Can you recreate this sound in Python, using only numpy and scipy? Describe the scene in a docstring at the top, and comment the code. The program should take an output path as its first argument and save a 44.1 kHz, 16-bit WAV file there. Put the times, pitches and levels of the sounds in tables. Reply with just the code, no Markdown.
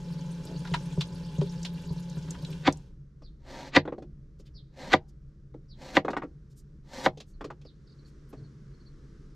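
"""A pump hums and a tap rinses a cucumber over a steel sink, with bumps, splats and drips, heard from
inside a small camper kitchen. Then, straight ahead of the stereo microphone, a knife slices the cucumber
five times: a wet hiss of bursting cells, a swelling crunch and a knock that rings the cutting board.
Slices topple and the blade taps the board. Close walls add a short tail; outside, a bird chirps faintly
over a low rumble."""
import sys
import numpy as np
from scipy import signal
from scipy.fft import rfft, irfft, next_fast_len
from scipy.io import wavfile
from scipy.ndimage import map_coordinates

SR = 44100
rng = np.random.default_rng(int(sys.argv[2]) if len(sys.argv) > 2 else 0)


def master(y):
    """Save y as 16-bit WAV."""
    cut = np.clip(np.atleast_2d(y).T, -1, 1)
    pcm = np.round(cut * 32767)  # scale
    wavfile.write(sys.argv[1], SR, pcm.astype(np.int16))


N = 412335

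# Reverberation of the cabin. Each row: frequency in Hz, time to decay by 60 dB in seconds.
CABIN_DECAY = [(150, .25), (600, 0.06), (2000, 0.076), (5000, 0.08), (12000, 0.035)]
# Rumble and hiss from outside. Each row: frequency in Hz, gain in dB.
RUMBLE_SPECTRUM = [(12, -25), (20, -1), (70, -1), (97, -15.5), (121, -8), (140, 3), (173, -11.5),
                   (210, -13.5), (251, -31.5), (313, -20), (380, -31.5), (468, -30), (505, -43.5),
                   (552, -33), (700, -46), (910, -73.5), (1540, -120)]
HISS_SPECTRUM = [(130, -37.5), (220, 2), (232, -5.5), (308, -3), (374, -8.5), (408, -5), (694, -33.5),
                 (888, -29.5), (1220, -22.5), (1510, -23.5), (1800, -27), (2610, -36), (5780, -32.5),
                 (10500, -51), (15000, -70)]
# Course of the hiss. Each row: time in seconds, relative level in dB.
HISS_LEVEL = [(0, -70), (3.2, -81), (5.3, -80), (7.7, -77), (8.15, -70.5), (9.35, -71)]
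# The bird beyond the walls. Each row: start in seconds, relative level in dB.
CHIRPS = [(3.213, -56.5), (4.53, -50), (5.674, -53.5), (7.632, -54.5)]
PIPS = [(7.327, -65), (7.975, -60.5), (8.038, -57.5), (8.362, -61), (8.43, -59), (8.728, -65), (8.791, -62),
        (8.852, -55.5)]

# The running tap. Each row: time in seconds, relative levels of spray and pump in dB.
FLOW = [(0, -58.5, -43), (.7, -55.5, -41), (2.1, -58, -43.5), (2.6, -56, -48.5)]
# Water spraying off the hands. Each row: frequency in Hz, gain in dB.
SPRAY_SPECTRUM = [(150, -37), (250, -1), (282, 3.5), (347, -10), (392, -10), (534, -8.5), (795, -27.5),
                  (882, -9.5), (1140, -27), (1560, -13.5), (1980, -23.5), (2950, -17.5), (5690, -21.5),
                  (11900, -36), (15500, -52.5)]
# Tones of the pump. Each row: multiple of the shaft rate, relative level in dB.
PUMP_HARMONICS = [(1, 3), (2, -32.5), (3, -22.5), (5, -19.5)]
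# The steel basin and the high modes of its wall. Each row: frequency and nominal width in Hz, gain in dB.
SINK_MODES = [(61.6, 14, -3), (147, 13.4, 10), (168.6, 23.3, 5), (320, 34, -22.5), (391.2, 27.4, -11),
              (555, 50, -16.5), (968, 108, -20.5)]
SINK_WALL_MODES = [(675, 49, -12), (975, 30, -1), (1388, 28, -19.5), (1560, 69, -6)]
# Bumps on the sink. Each row: start in seconds, relative levels of the bump and its upper modes in dB.
BUMPS = [(0.713, -22.5, -15.5), (0.975, -18, -12.5), (1.382, -17.5, -18), (1.415, -21, 12),
         (1.904, -20.5, -20.5), (2.165, -24.5, -23)]
# Gobs of water landing. Each row: start in seconds, relative levels of steel ring and splash in dB.
SPLATS = [(.649, -37, -49), (.672, -42, -44), (0.738, -20.5, -28), (1.007, -37.5, -26.5),
          (1.411, -46, -40.5), (1.648, -43.5, -29.5), (2.166, -48, -72), (2.279, -46.5, -53.5),
          (2.347, -42, -53)]
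# Single drips. Each row: start in seconds, relative level in dB, pitch in Hz.
DRIPS = [(0.451, -39.5, 7900), (0.47, -38, 4330), (1.411, -48, 3980), (1.629, -31.5, 5700),
         (2.097, -41.5, 6460), (2.306, -28.5, 6840), (2.447, -31, 3740), (2.527, -36.5, 3260),
         (2.724, -31, 6100), (2.771, -46, 7560)]

# The cutting board on its counter. Each row: frequency and nominal width in Hz, gain in dB.
BOARD_MODES = [(91.67, 12, 0), (148.4, 8.3, 4), (191.3, 24, 4.5), (282, 39, 10.5), (358, 17, -1),
               (471, 18, -4), (538, 33, 3), (629, 24, 1), (759.7, 30, 0.5), (849, 26, -9), (985, 90, -2),
               (1001, 57, 3.5), (1193, 46, -3.5), (1395, 28, -15.5), (1520, 140, -8), (1874, 24, -9.5),
               (1927, 70, -8), (2197, 70, -15), (2820, 40, -18.5), (3350, 77, -16), (3670, 120, -16.5),
               (3960, 43, -19)]
# Hands, food and blade rubbing. Each row: start and length in seconds, centre in Hz, relative level in dB.
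RUBS = [(.41, 0.19, 345, -49), (4.383, 0.037, 5000, -68), (4.447, 0.042, 3340, -65.5),
        (5.074, .035, 5500, -71.5), (6.488, 0.058, 5410, -73.5), (6.55, .07, 6870, -64.5),
        (7.25, .09, 6300, -73.5), (8.041, .08, 5000, -72), (8.28, 0.042, 11080, -72.5),
        (8.311, 0.18, 150, -50), (8.322, 0.043, 454, -53)]
# Blade and slices touching down. Each row: time in seconds, relative low, middle and tick levels in dB.
LIGHT_TAPS = [(3.221, -50.5, -59, -66), (3.854, -33, -44, -63), (3.878, -29.5, -33.5, -68),
              (3.924, -26.5, -43, -67), (3.982, -35, -54, -65.5), (4.023, -39.5, -58.5, -61.5),
              (4.399, -49.5, -63.5, -67), (5.543, -38, -56.5, -74), (6.049, -26.5, -36.5, -55),
              (6.083, -27, -24.5, -54), (6.105, -30, -39, -46), (6.133, -33.5, -32, -57),
              (6.168, -27.5, -22, -49), (6.221, -41, -38, -64), (6.234, -34, -42, -65),
              (7.174, -43, -74, -53), (7.203, -46.5, -57, -45), (7.41, -38, -40, -56),
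              (7.444, -34, -43.5, -47.5), (7.504, -41, -39, -57), (7.615, -67, -73, -60),
              (7.651, -46.5, -63, -65), (8.329, -41, -56, -63)]
# A light tick, wet flesh, breaking skin and the edge on the board. Each row: frequency in Hz, gain in dB.
TICK_SPECTRUM = [(1200, -22), (2500, 1.5), (4000, 1.5), (7000, -6), (9000, -18), (13000, -29),
                 (15500, -41.5)]
FLESH_SPECTRUM = [(120, -18), (280, -1.5), (550, -4), (800, -0.5), (1300, -16), (1900, -8.5), (2700, -18),
                  (4200, -16.5), (7500, -25), (9000, -33), (13000, -39.5), (15500, -46.5)]
CRUNCH_SPECTRUM = [(120, -46.5), (200, -7), (462, -10), (797, -7), (1450, -7), (1880, -1), (2420, -4),
                   (4570, -10.5), (5200, -19.5), (7210, -23.5), (8650, -41.5), (15500, -63)]
EDGE_SPECTRUM = [(100, -22.5), (400, -8.5), (900, 8), (1400, -5.5), (2000, 1), (2800, -14), (4000, -12.5),
                 (5500, -26.5), (8000, -39), (15000, -54.5)]
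# The blade sliding through. Each row: start, time to bite in and end in seconds,
# relative levels of the stroke and of the skin's treble in dB.
STROKES = [(3.4, .11, 3.685, -50.5, -1.5), (4.725, 0.065, 4.935, -49.5, -2), (5.755, .07, 5.98, -50.5, 0.5),
           (6.85, 0.094, 7.06, -48, 3)]
# The blade landing. Each row: time in seconds, relative levels of knock, thud and crunch in dB,
# time for the crunch to swell by 60 dB in seconds.
CHOPS = [(2.678, -5, 3, -20, 0.073), (3.7676, 0, 0, -12.5, 0.064), (4.9375, -0.5, -3.5, -17, 0.065),
         (5.9692, -0.5, -4.5, -23, .06), (7.062, -2, -7.5, -29, 0.059)]

# Scatter reaching the microphone from the sides. Each row: frequency in Hz, side gain in dB.
SINK_SIDE = [(60, -15.5), (150, -29.5), (380, -18.5), (950, -11), (2380, -6), (5980, -8.5), (15000, -10.5)]
BOARD_SIDE = [(60, -27), (150, -31.5), (380, -30.5), (950, -22.5), (2380, -19.5), (5980, -16.5),
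              (15000, -4)]
OUTDOOR_SIDE = [(60, -23), (150, -28), (380, -12.5), (950, -8), (2380, -5.5), (5980, -10), (15000, -3.5)]
# Treble response of the microphone. Each row: frequency in Hz, gain in dB.
MIC_RESPONSE = [(12000, -1), (13500, 2.5), (15500, -8.5)]

WATER_FADE_S, WATER_END_S = 2.55, 2.993  # the stream and pump die away between these times


def amp(db):
    return 10 ** (np.asarray(db) / 20)


def unit_rms(x):
    return x / np.sqrt(np.mean(x ** 2) + 1e-20)


def unit_peak(x):
    return x / np.abs(x).max()


def seconds(size):
    return np.arange(size) / SR


def fade(t, t60):
    """Exponential decay by 60 dB in t60."""
    return 1000.0 ** (-t / t60)


def rise(t, tau):
    """Soft onset with time constant tau."""
    return 1 - np.exp(-t / tau)


def along(points, hz):
    """Interpolate (Hz, value) points on a log axis."""
    freqs, values = np.transpose(points)
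    return np.interp(np.log(hz + 1), np.log(freqs), values)


def curves(rows):
    """One value per sample for each column after the time."""
    times, *columns = np.transpose(rows)
    return [np.interp(seconds(N), times, column) for column in columns]


def gate(start, end, ramp):
    """1 between two times, dying smoothly outside."""
    t = seconds(N)
    outside = np.maximum(np.maximum(start - t, t - end), 0)
    return np.exp(-outside / ramp)


def add(track, start, sound):
    """Mix a sound in at a time in seconds."""
    part = track[round(start * SR):][:len(sound)]
    part += sound[:len(part)]


def wobble(rate, size=N):
    """A smooth random curve, rate knots a second."""
    knots = rng.standard_normal(int(size * rate / SR) + 4)
    return map_coordinates(knots, [seconds(size) * rate])


def grains(rate, spread_db, size=N):
    """Random tiny impulses of uneven strength, rate a second."""
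    hits = rng.random(size) < rate / SR
    return hits * rng.standard_normal(size) * amp(spread_db * rng.standard_normal(size))


def noise_burst(t, t60):
    return rng.standard_normal(len(t)) * fade(t, t60)


def filtered(x, response):
    """x through a complex response of frequency."""
    size = next_fast_len(len(x) + SR // 4)
    return irfft(rfft(x, size) * response(np.fft.rfftfreq(size, 1 / SR)), size)[:len(x)]


def coloured(x, spectrum):
    """Minimum-phase filter with the gain of (Hz, dB) points."""
    size = 4096
    gain = amp(along(spectrum, np.fft.rfftfreq(size, 1 / SR)))
    cepstrum = irfft(np.log(gain))
    cepstrum[1:size // 2] *= 2
    cepstrum[size // 2 + 1:] = 0
    return signal.fftconvolve(x, irfft(np.exp(rfft(cepstrum))))[:len(x)]


def resonate(x, modes):
    """x through (Hz, width, dB) resonances of alternating sign, each at least 2.8% wide."""
    def mode(f, hz, width, db):
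        damping = 1j * f * max(width, 0.028 * hz)
        return amp(db) * damping / (hz * hz - f * f + damping)
    return filtered(x, lambda f: sum((-1) ** k * mode(f, *row) for k, row in enumerate(modes)))


def softened(x, hz, order=2):
    """Low-pass: a soft contact excites little treble."""
    return signal.sosfilt(signal.butter(order, hz, fs=SR, output="sos"), x)


def split(x, hz):
    """The parts of x below and above a frequency."""
    high_pass = signal.butter(4, hz, "high", fs=SR, output="sos")
    return softened(x, hz, order=4), signal.sosfilt(high_pass, x)


def band_noise(size, hz, width):
    """Noise of rms 1 in one band with steep skirts."""
    band = [(hz, width, 0)]
    return unit_rms(resonate(resonate(rng.standard_normal(size), band), band))


def reflected(x, tail):
    """x smeared by a tail of unit energy."""
    return signal.fftconvolve(x, tail / np.linalg.norm(tail))[:len(x)]


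def cabin(x, wet_db):
    """Close walls add a short dense tail, 2.5 ms behind the direct sound."""
    hz, t, noise = signal.stft(rng.standard_normal(SR // 4), SR, nperseg=128)
    tail = signal.istft(noise * fade(t, along(CABIN_DECAY, hz)[:, None]), SR, nperseg=128)[1]
    return x + amp(wet_db) * reflected(x, np.pad(tail, (SR // 400, 0)))


def outdoor_air():
    """Farthest back, a low rumble and a thin hiss from outside."""
    hiss_db, = curves(HISS_LEVEL)
    rumble = amp(-48.5 + 1.1 * wobble(7.6)) * unit_rms(coloured(rng.standard_normal(N), RUMBLE_SPECTRUM))
    hiss_gain = amp(hiss_db + 12.5 + 0.64 * wobble(8.3))
    return rumble + hiss_gain * unit_rms(coloured(rng.standard_normal(N), HISS_SPECTRUM))


def whistle(length_s, from_hz, to_hz, buzz):
    """One gliding bird note with a fast flutter in its pitch."""
    t = seconds(int(length_s * SR))
    flutter = buzz * np.sin(2 * np.pi * 190 * t) + 0.025 * wobble(600, len(t))
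    hz = np.linspace(from_hz, to_hz, len(t)) * (1 + flutter)
    return np.hanning(len(t)) * np.sin(2 * np.pi * np.cumsum(hz) / SR)


def bird():
    """Buzzy falling chirps, short pips and a twitter, blurred by walls and a faint outdoor echo."""
    song = np.zeros(N)
    for start, db in CHIRPS:
        add(song, start, amp(db) * whistle(length_s=0.088, from_hz=5550, to_hz=3000, buzz=0.085))
    for start, db in PIPS:
        add(song, start, amp(db) * whistle(length_s=0.035, from_hz=4400, to_hz=4200, buzz=0.025))
    for start in 7.865 + 0.024 * np.arange(3):  # a twitter of downward flicks
        add(song, start, amp(-58.5) * whistle(length_s=0.0208, from_hz=5600, to_hz=3200, buzz=0.025))
    echo = reflected(song, noise_burst(seconds(SR // 2), t60=0.45))
    return amp(-6.5) * cabin(song, wet_db=1) + amp(-14.5) * echo


def pump(shaft_hz):
    """The water pump hums at multiples of its slightly unsteady shaft rate."""
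    phase = 2 * np.pi * np.cumsum(shaft_hz * (1 + 0.0024 * wobble(14))) / SR
    return unit_rms(sum(amp(db + 1.7 * wobble(17)) * np.sin(k * phase) for k, db in PUMP_HARMONICS))


def droplets(count, hz, spread_db):
    """Tiny bubbles ring for a few cycles, each at its own pitch."""
    out, t = np.zeros(N), seconds(SR // 50)
    starts = rng.uniform(0, WATER_FADE_S, count)
    for start, (pitch, strength) in zip(starts, rng.standard_normal((count, 2))):
        cycles = t * min(hz * np.exp(0.4 * pitch), 12000)
        ping = np.sin(2 * np.pi * cycles) * fade(cycles, t60=16) * rise(cycles, tau=2)
        add(out, start, amp(spread_db * strength) * ping)
    return cabin(out, wet_db=4.5)


def running_tap():
    """The pump hums; its stream sprays off the hands, spits droplets and drums on the sink."""
    spray_db, pump_db = curves(FLOW)
    drops = coloured(grains(rate=8800, spread_db=1.5), SPRAY_SPECTRUM)
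    spray = unit_rms(cabin(drops, wet_db=-7.5))
    spray *= amp(spray_db + 4 + 0.7 * wobble(10) + 1.1 * wobble(32))
    spit = amp(spray_db + 14.5) * droplets(count=220, hz=5800, spread_db=3.5)
    basin = resonate(grains(rate=550, spread_db=1), SINK_MODES)
    drum = amp(spray_db + 18) * unit_rms(softened(basin, hz=1012))
    hum = amp(pump_db + 4) * pump(shaft_hz=172.3)
    dying = np.interp(seconds(N), [WATER_FADE_S, WATER_END_S], [1, 0]) ** 1.5
    return (spray + spit + drum + hum) * dying


def sink_bumps():
    """Soft pushes make the sink boom; harder ones wake its upper modes."""
    out = np.zeros(N)
    push = softened(signal.unit_impulse(SR // 3), hz=756, order=4)
    boom, upper = split(resonate(push, SINK_MODES), hz=256)
    for start, db, hard_db in BUMPS:
        clang = amp(hard_db + 3.5) * unit_peak(cabin(upper, wet_db=-7.5))
        add(out, start, amp(db - 0.5) * unit_peak(unit_peak(boom) + clang))
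    return out


def water_burst(hz, width, t60):
    """Water landing: a band of noise that rises fast and dies away."""
    t = seconds(SR // 4)
    return band_noise(len(t), hz, width) * fade(t, t60) * rise(t, tau=0.0017)


def splats():
    """Gobs of water splash and ring the steel; single drips plink, each in its own band."""
    out = np.zeros(N)
    for start, steel_db, splash_db in SPLATS:
        slap = water_burst(hz=1230, width=1450, t60=0.065)
        ring = unit_peak(resonate(slap, SINK_WALL_MODES)) + amp(2.5) * unit_peak(slap)
        splash = water_burst(hz=3550, width=2250, t60=0.076)
        add(out, start, amp(steel_db) * ring + amp(splash_db) * splash)
    for start, db, hz in DRIPS:
        add(out, start, amp(db) * water_burst(hz, width=0.44 * hz, t60=0.027))
    return softened(out, hz=9440)


def rubs():
    """Brief strokes of friction from hands, food and blade swell and fade."""
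    out = np.zeros(N)
    for start, length, hz, db in RUBS:
        swell = np.hanning(int(length * SR))
        add(out, start, amp(db) * swell * band_noise(len(swell), hz, width=0.9 * hz))
    return cabin(out, wet_db=-2)


def board_spot(spread_db):
    """Each spot on the board mixes its modes anew."""
    return np.array(BOARD_MODES) + np.outer(rng.standard_normal(len(BOARD_MODES)), [0, 0, spread_db])


def light_taps():
    """Wet slices slap and flop, the blade ticks, and the board answers."""
    out, t = np.zeros(N), seconds(SR // 5)
    press = rise(t, tau=0.0015)  # soft contacts take a moment to press home
    for time, low_db, middle_db, tick_db in LIGHT_TAPS:
        spot = board_spot(spread_db=2)
        ring = resonate(noise_burst(t, t60=0.0068), spot)
        deep, bright = split(split(ring, hz=330)[1], hz=700)
        slap = band_noise(len(t), hz=920, width=700) * fade(t, t60=0.05)
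        flop = band_noise(len(t), hz=320, width=260) * fade(t, t60=0.068)
        low = unit_peak(softened(unit_peak(deep) + unit_peak(flop), hz=795, order=4))
        middle = unit_peak(softened(unit_peak(slap) + amp(-7) * unit_peak(bright), hz=2886, order=3))
        tick = unit_peak(coloured(noise_burst(t, t60=0.055) * rise(t, tau=0.002), TICK_SPECTRUM))
        contact = amp(low_db + 4.5) * low + amp(middle_db + 8.5) * middle + amp(tick_db + 7.5) * tick
        add(out, time - 0.002, press * contact)
    return cabin(out, wet_db=-7)


def slicing(bite_db=27, push_db=14, push_s=0.04):
    """Cells burst in turn as the blade bites in, slides through and is pushed home; the board rings."""
    out, t = np.zeros(N), seconds(N)
    cells = unit_rms(coloured(grains(rate=6000, spread_db=2), FLESH_SPECTRUM))
    skin = split(cells, hz=5030)[1]
    flesh = softened(cells, hz=4960, order=4) + amp(-5) * unit_rms(resonate(cells, BOARD_MODES))
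    for start, bite_s, end, db, skin_db in STROKES:
        bite_left = np.clip(1 - (t - start) / bite_s, 0, 1)
        level = amp(db - bite_db * bite_left) * gate(start, end, ramp=0.009)
        out += level * (flesh + amp(skin_db) * skin)
    # the hand pushes harder just before the blade lands
    push = sum(np.interp(t, [landing - push_s, landing], [0, 1], right=0) for landing, *_ in CHOPS)
    return cabin(amp(3 + push_db * push + 1.1 * wobble(25)) * out, wet_db=-4.5)


def crunches():
    """The blade speeds through the last skin: a crackle that swells to the landing and shakes the board."""
    bursts, t = np.zeros(N), seconds(SR // 10)
    for landing, _, _, db, swell_s in CHOPS:
        cracks = unit_rms(grains(rate=9000, spread_db=3.5, size=len(t)))
        add(bursts, landing - t[-1], amp(db + 12) * cracks * fade(t[::-1], t60=swell_s))
    crackle = coloured(bursts, CRUNCH_SPECTRUM)
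    ring = softened(resonate(crackle, BOARD_MODES), hz=6000)
    return cabin(crackle, wet_db=-5.5) + amp(8) * ring


def chops():
    """The edge lands with a sharp click, the board rings and, a moment later, the counter thuds."""
    out, t = np.zeros(N), seconds(SR // 3)
    blow = signal.unit_impulse(len(t))
    for landing, db, thud_db, *_ in CHOPS:
        grind = amp(-19) * noise_burst(t, t60=0.014)  # the edge grinds to a stop
        click = unit_peak(coloured(blow + grind, EDGE_SPECTRUM))
        board = softened(resonate(blow, board_spot(spread_db=1)), hz=4600, order=4)
        thud, ring = map(unit_peak, split(board, hz=415))
        add(out, landing, amp(db) * (amp(-3) * cabin(click, wet_db=-9) + amp(-6.5) * ring))
        add(out, landing + 0.0022, amp(db + thud_db - 8.5) * thud)
        add(out, landing + 0.009, amp(db - 11) * softened(click, hz=2200))  # the nearest wall answers
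    return out


def mic_pair(mid, aside, side_spectrum):
    """Two close microphone ports hear the same sound, plus what scatters in from the sides."""
    scatter = noise_burst(seconds(SR // 25), t60=0.12)
    side = coloured(reflected(aside, scatter), side_spectrum)
    return np.array([mid + side, mid - side])


def scene():
    """From the microphone, the sink scatters widely, the board lies ahead, the outdoors is all around."""
    sink = running_tap() + sink_bumps() + splats()
    board = slicing() + crunches() + chops() + light_taps() + rubs()
    song = bird()
    indoors = mic_pair(sink, sink, SINK_SIDE) + mic_pair(board, board, BOARD_SIDE)
    return indoors + mic_pair(song + outdoor_air(), song + outdoor_air(), OUTDOOR_SIDE)


def record(dry):
    """The microphone lifts slightly near 13.5 kHz, then rolls off to its band limit."""
    limit_hz = 15550
    return np.array([filtered(x, lambda hz: amp(along(MIC_RESPONSE, hz)) * (hz < limit_hz)) for x in dry])


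dry = scene()
out = record(dry)
master(out)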